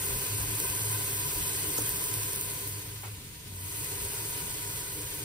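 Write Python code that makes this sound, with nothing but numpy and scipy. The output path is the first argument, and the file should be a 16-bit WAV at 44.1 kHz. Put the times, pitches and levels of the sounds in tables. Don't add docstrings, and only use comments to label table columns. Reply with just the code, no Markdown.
import sys
import numpy as np
from scipy import signal
from scipy.fft import rfft, irfft
from scipy.io import wavfile
from scipy.ndimage import uniform_filter1d

SR = 44100
rng = np.random.default_rng(int(sys.argv[2]) if len(sys.argv) > 2 else 0)


def volts_from_db(level):
    exponent = np.asarray(level, float) / 20
    return 10 ** exponent


def inscribe(sig):
    pcm = np.round(np.clip(np.atleast_2d(sig).T, -1, 1) * 32767)
    wavfile.write(sys.argv[1], SR, pcm.astype(np.int16))


N = 231248
HOP, FRAME = 1024, 4096

# (time [s], level [dB])
VIEW_LOSS = [(0, 0), (0.5, -.5), (1.0, 0), (1.7, 0), (2.0, 0), (2.4, -2.5), (2.62, -4.5), (2.74, -6.5),
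             (2.92, -11), (3.08, -12.5), (3.2, -16), (3.47, -16.5), (3.55, -11.5), (3.66, -7.5), (3.78, -4),
             (3.95, -3.5), (4.4, -3.5), (4.8, -4.5), (5.24, -6.5)]
# (frequency [Hz], level [dB])
FIZZ_COLOUR = [(3000, -33), (4500, -10), (5500, -9.5), (6500, -3), (8000, 0.5), (11000, 1.5), (13000, -1),
               (14500, 0.5), (15700, -4.5)]
# (frequency [Hz], level [dB])
WASH_COLOUR = [(200, -13.5), (500, -1.5), (750, -2.5), (1250, -2.5), (2000, 1.5), (3000, 1), (4500, 1),
               (5800, -6), (6800, -4), (8000, -10.5), (15500, -70)]
# (frequency [Hz], likeness [0 to 1])
PORT_LIKENESS = [(100, .985), (250, .96), (420, .9), (700, .6), (1000, .6), (1400, .3), (2200, .3),
                 (3200, .2), (6000, .2)]
# (frequency [Hz], left minus right [dB])
PORT_LEAN = [(60, 1), (120, 3), (240, -1.5), (480, 2), (950, 7), (1890, 3), (3770, 0), (7520, -11),
             (15000, 7)]
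# (frequency [Hz], width [Hz], level [dB])
AIR_MODES = [(1000, 56, -1), (1538, 58, -5.5), (2066, 40, -5.5), (2540, 150, -7.5), (3080, 200, -12)]
# (time [s], pitch factor [ratio])
AIR_TUNING = [(0, 1.0), (2.4, 1.0), (3.7, .972), (5.24, .972)]
# (centre [s], length [s], peak over steady note [dB])
AIR_SURGES = [
    (0.66, 0.2, 4),
    (0.94, 0.12, 4.5),
    (1.47, 0.11, 0),
    (4.38, .3, -3),
    (4.72, .12, 0),
]
# (centre [s], length [s], peak [dB], pitch [Hz])
GAS_PUFFS = [(0.02, 0.22, -44.5, 98), (0.38, 0.28, -37.5, 104.4), (0.55, 0.19, -39.5, 109.6),
             (0.72, 0.16, -43, 103), (0.92, 0.35, -38, 105.5), (1.08, .16, -40, 103.4),
             (1.21, 0.23, -40.5, 103.6), (1.42, .2, -49, 101.6), (1.6, .3, -44.5, 99.5),
             (1.84, 0.12, -42, 109.9), (2.2, 0.29, -41, 105), (2.47, .2, -50, 103.2),
             (2.72, 0.33, -42.5, 101.7), (2.96, 0.24, -45, 104), (3.09, .16, -40.5, 104.3),
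             (3.6, 0.33, -44, 92.5), (3.79, 0.16, -44.5, 104.5), (3.94, 0.076, -40.5, 93.1),
             (4.04, 0.087, -42.5, 91.7), (4.21, 0.23, -46, 105.8), (4.35, 0.11, -49, 111.8),
             (4.68, .36, -48.5, 102.9), (5.06, .2, -48, 103.6), (5.24, 0.088, -43.5, 108)]
# (centre [s], length [s], peak [dB])
HAND_THUDS = [(0.14, 0.11, -38), (0.41, 0.08, -36), (0.49, 0.11, -41.5), (0.68, 0.15, -44.5),
              (1.11, .1, -48), (1.4, 0.19, -41.5), (1.84, .36, -49.5), (3.17, 0.16, -49), (2.9, 0.15, -50),
              (3.6, 0.33, -49.5), (4.04, .08, -44), (4.45, 0.17, -45), (5.07, .14, -49.5)]
# (frequency [Hz], width [Hz], level [dB])
ROAR_MODES = [(305, 24, -1.5), (398, 22, 0), (432, 55, -5), (505, 40, -9)]
# (centre [s], length [s], peak over steady roar [dB])
ROAR_FLARES = [
    (0.12, 0.2, -1.5),
    (0.62, 0.087, 3),
    (1.7, 0.16, 3),
    (3.98, 0.39, 0),
    (4.22, 0.2, -1),
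    (4.99, 0.11, 4.5),
    (5.21, .1, 6),
]
# (time [s], peak level [dB], centre frequency [Hz])
OIL_SPITS = [(0.2479, -20.5, 9600), (0.6017, -11.5, 10800), (0.701, -14.5, 10680), (0.7637, -21, 11800),
             (0.8193, -24.3, 11900), (0.8967, -30, 12150), (0.9292, -19, 11000), (0.948, -18.5, 9400),
             (1.2692, -23, 9700), (1.3392, -25.2, 12800), (1.4797, -16, 11150), (1.6934, -23, 10560),
             (1.7665, -18, 10370), (1.784, -12, 11800), (1.821, -16, 9590), (1.862, -17, 9590),
             (1.8925, -15, 11900), (2.0407, -13, 10400), (2.1404, -14, 11700), (2.2156, -24, 10900),
             (2.2337, -17, 12200), (2.2438, -22, 10540), (2.333, -16, 11250), (2.3607, -17, 10360),
             (2.412, -12.5, 11650), (2.676, -20, 12520), (3.8464, -18, 11380), (4.051, -20, 10940),
             (4.1467, -25, 9950), (5.1456, -23, 11900)]
# (time [s], peak level [dB], pitch [Hz], decay by 60 dB [s], tail level [dB])
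COUNTER_KNOCKS = [
    (1.7790, -34, 6400, 0.037, 0.5),
    (1.7800, -37, 1334, 0.033, -8),
    (1.786, -29.5, 441, 0.036, -5.5),
    (1.786, -35, 308, 0.13, -8.5),
    (1.7877, -38, 920, 0.067, -14),
    (3.0330, -45.5, 857, 0.084, 2),
    (3.0335, -55, 1460, 0.14, 4),
    (3.0340, -55, 2190, 0.17, 6),
]
# (centre [s], length [s], peak level [dB])
ARM_SWINGS = [
    (3.24, 0.25, -52.5),
    (3.5, 0.36, -52),
]
STEREO_BANDS = [120, 132, 144, 160, 176, 196, 216, 240, 264, 292, *range(320, 769, 32)]


def evened(x):
    return x / np.sqrt(np.mean(x ** 2) + 1e-20)


def read(points, hz):
    f, value = np.transpose(points)
    return np.interp(np.log(hz + 1), np.log(f + 1), value)


def column(rows, count, t):
    rows = np.asarray(rows)
    return np.interp(t, rows[:, 0], rows[:, count])


def add(mix, s, sound):
    part = mix[..., round(s * SR):][..., :sound.shape[-1]]
    part += sound[..., :part.shape[-1]]


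def drift(rate_hz):
    lowpass = signal.butter(2, rate_hz, fs=SR, output="sos")
    return evened(signal.sosfilt(lowpass, rng.standard_normal(N)))


def heard(full_db, share, t):
    return full_db + share * column(VIEW_LOSS, count=1, t=t)


def swells(rows, idle_db):
    t = np.arange(N) / SR
    power = volts_from_db(2 * idle_db)
    for centre, length, db, *_ in rows:
        bump = volts_from_db(db) * np.cos(np.pi * np.clip((t - centre) / length, -.5, .5))
        power = power + bump ** 2
    return np.sqrt(power)


def steadied(x, size):
    power = uniform_filter1d((x ** 2).mean(axis=0), size=size)
    return x / np.sqrt(abs(power) + .05)


def peaks(modes, hz, tuning=1.):
    return sum(volts_from_db(2 * db) / (1 + (2 * (hz - f * tuning) / width) ** 2) ** 1.484 for f, width, db in modes)


def diffuse(shape, patchy_db):
    frames, hz = N // HOP + 5, np.fft.rfftfreq(FRAME, 1 / SR)[:, None]
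    a, b, c, d, patches = rng.standard_normal((frames, len(hz), 5)).T
    patches = uniform_filter1d(patches, size=30, axis=0)
    patches = evened(uniform_filter1d(patches, size=3, axis=1))
    same = np.clip(read(PORT_LIKENESS, hz), 0, 1)
    left = a + 1j * b
    shared = same * left * np.exp(-2j * np.pi * hz * 0.00015)
    right = shared + np.sqrt(1 - same ** 2) * (c + 1j * d)
    lean = volts_from_db(read(PORT_LEAN, hz) / 2)
    t = np.arange(frames) * HOP / SR
    z = np.array([left * lean, right / lean]) * shape(hz, t) * volts_from_db(patchy_db * patches)
    return evened(signal.istft(z, nperseg=FRAME, noverlap=FRAME - HOP)[1][:, :N])


def fizz():
    t, hz = np.arange(N) / SR, np.fft.rfftfreq(N, 1 / SR)
    bursts = np.zeros(N // 2 + 1, complex)
    classes = [np.exp(-(np.log((hz + 1) / f) / 0.36) ** 2) for f in (7500, 10500, 14000)]
    for colour in classes:
        size = volts_from_db(4.1 * np.minimum(rng.exponential(1, N), 4.5) + 0.77 * drift(rate_hz=25))
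        struck = rng.random(N) < 9000 / SR
        clicks = size * rng.choice([-1., 1.], N) * struck
        bursts += rfft(evened(clicks)) * colour
    flat = np.sqrt(sum(c ** 2 for c in classes)) + 0.0011
    bed = evened(irfft(bursts / flat * volts_from_db(read(FIZZ_COLOUR, hz)), N))
    bed = bed * volts_from_db(heard(-31.5, share=1.0, t=t)) + spits()
    left_lag_s = 0.0002157
    late = irfft(rfft(bed) * np.exp(-2j * np.pi * hz * left_lag_s), N)
    return np.array([late, bed])


def wash():
    t = np.arange(N) / SR
    shade_s = 0.11
    before, after = heard(-41.5, share=0.5, t=t - shade_s), heard(-41.5, share=0.5, t=t + shade_s)
    level_db = np.minimum(before, after) + 0.8 * drift(rate_hz=23)

    def colour(hz, t):
        shade_db = 0.31 * column(VIEW_LOSS, count=1, t=t - .05) / (1 + (hz / 1600) ** 4)
        return volts_from_db(read(WASH_COLOUR, hz) + shade_db)

    return volts_from_db(level_db) * diffuse(colour, patchy_db=0.9)


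def ringing_air():
    notes = diffuse(lambda hz, t: np.sqrt(peaks(AIR_MODES, hz, column(AIR_TUNING, count=1, t=t))), patchy_db=-1.1)
    gain = volts_from_db(heard(-46.5, share=0.93, t=np.arange(N) / SR)) * swells(AIR_SURGES, idle_db=0.5)
    return gain * steadied(notes, size=8000)


def flame():
    t = np.arange(N) / SR
    turns = np.cumsum(column(GAS_PUFFS, count=3, t=t) + 2.5 * drift(rate_hz=15)) / SR
    hum = np.sqrt(2) * np.sin(2 * np.pi * turns)
    hum = hum * swells(GAS_PUFFS, idle_db=-61.5) * volts_from_db(1.2 * drift(rate_hz=13))

    upper_modes = [(138.3, 30.4, 3.5), (98, 42, -1.0), (208.0, 35, -17.5)]  # (Hz, width Hz, dB)
    upper = diffuse(lambda hz, t: np.sqrt(peaks(upper_modes, hz)), patchy_db=-1)
    upper = steadied(upper, size=12000) * volts_from_db(heard(-47, share=.45, t=t))

    deep = diffuse(lambda hz, t: np.sqrt(peaks([(56.0, 106, 0)], hz)) * hz / (hz + 25), patchy_db=2.5)
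    rumble = steadied(deep, size=4000) * swells(HAND_THUDS, heard(-51, share=0.15, t=t))

    roar = diffuse(lambda hz, t: np.sqrt(peaks(ROAR_MODES, hz)), patchy_db=0.5)
    lag_s = 0.087
    roar = steadied(roar, size=8000) * swells(ROAR_FLARES, idle_db=0)
    roar = roar * volts_from_db(heard(-47.5, share=0.8, t=t - lag_s))
    return hum * volts_from_db([[.4], [-.4]]) + rumble + upper + roar


def spits():
    out, u = np.zeros(N), np.arange(-44, 45) / SR
    for (s, db, f), puff in zip(OIL_SPITS, rng.standard_normal((len(OIL_SPITS), 89))):
        hiss = np.gradient(np.diff(puff, prepend=0))
        ring = evened(np.sin(2 * np.pi * f * u) + 1.2 * hiss)
        add(out, s + u[0], volts_from_db(db - 3.0) * np.exp(-(u / 0.00042) ** 2) * ring)
    return out


def knocks():
    out, u = np.zeros((2, N)), np.arange(6000) / SR
    puffs = rng.standard_normal((len(COUNTER_KNOCKS), 3, 6000))
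    for (s, db, hz, t60, tail_db), puff in zip(COUNTER_KNOCKS, puffs):
        band = signal.butter(2, [.75 * hz, 1.4 * hz], "bandpass", fs=SR, output="sos")
        tail = evened(signal.sosfilt(band, puff[0] + 3.2 * puff[1:]))
        tail = tail * volts_from_db(tail_db - 60 * u / (2.8 * t60))
        ring = np.sin(2 * np.pi * hz * u) * volts_from_db(np.array([[2.5], [-2.5]]) - 60 * u / t60)
        onset = np.minimum(u / .001, 1)
        add(out, s, volts_from_db(db) * onset * (ring + tail))
    return out


def swing():
    slow_hz, fast_hz = 160, 182
    drag = swells(ARM_SWINGS, idle_db=-90)
    pitch = slow_hz + (fast_hz - slow_hz) * drag / drag.max()
    times = np.arange(N) / SR
    moan = diffuse(lambda hz, t: np.sqrt(peaks([(1, 160, 0)], hz, np.interp(t, times, pitch))), patchy_db=0)
    return steadied(moan, size=3000) * drag


def scene():
    return fizz() + wash() + ringing_air() + flame() + knocks() + swing()


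def joint_stereo(x, margin_db, wobble_db, grit, masked_db):
    pad = 601
    both = np.pad([x[0] + x[1], x[0] - x[1]], ((0, 0), (pad, 0)))
    how = dict(window="cosine", nperseg=2048, noverlap=1024)
    z = signal.stft(both, **how)[2]
    error = np.exp(2j * np.pi * rng.random(z.shape[::-1]).T)
    luck = rng.standard_normal((z.shape[2], len(STEREO_BANDS) - 1)).T
    for lo, hi, chance in zip(STEREO_BANDS, STEREO_BANDS[1:], luck):
        power = (abs(z[:, lo:hi]) ** 2).mean(axis=1, keepdims=True)
        allowed_db = np.maximum(margin_db - lo / 300 + wobble_db * chance, 0)
        kept = power * volts_from_db(2 * allowed_db) > power[::-1]
        rough = z[:, lo:hi] + grit * np.sqrt(power) * error[:, lo:hi]
        z[:, lo:hi] = kept * rough / np.sqrt(1 + grit ** 2 / 2)
    treble = (abs(z[:, 350:700]) ** 2).mean(axis=(0, 1))
    for lo in range(104, 296, 8):
        power = (abs(z[:, lo:lo + 8]) ** 2).mean(axis=1, keepdims=True)
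        z[:, lo:lo + 8] *= power > treble * volts_from_db(2 * masked_db)
    mid, side = signal.istft(z, **how)[1][:, pad:pad + N]
    return np.array([mid + side, mid - side]) / 2


def low_pass(x):
    return signal.sosfilt(signal.butter(12, 16500, fs=SR, output="sos"), x)


def record(dry):
    cut = signal.sosfilt(signal.butter(3, 24, "highpass", fs=SR, output="sos"), dry)
    thin = joint_stereo(cut, margin_db=8.2, wobble_db=1.9, grit=.9, masked_db=-12.8)
    top_cut = signal.firwin(1023, 15740, window=("kaiser", 11), fs=SR)
    mix = signal.oaconvolve(thin, top_cut[None], "same")
    return low_pass(mix)


dry = scene()
out = record(dry)
inscribe(out)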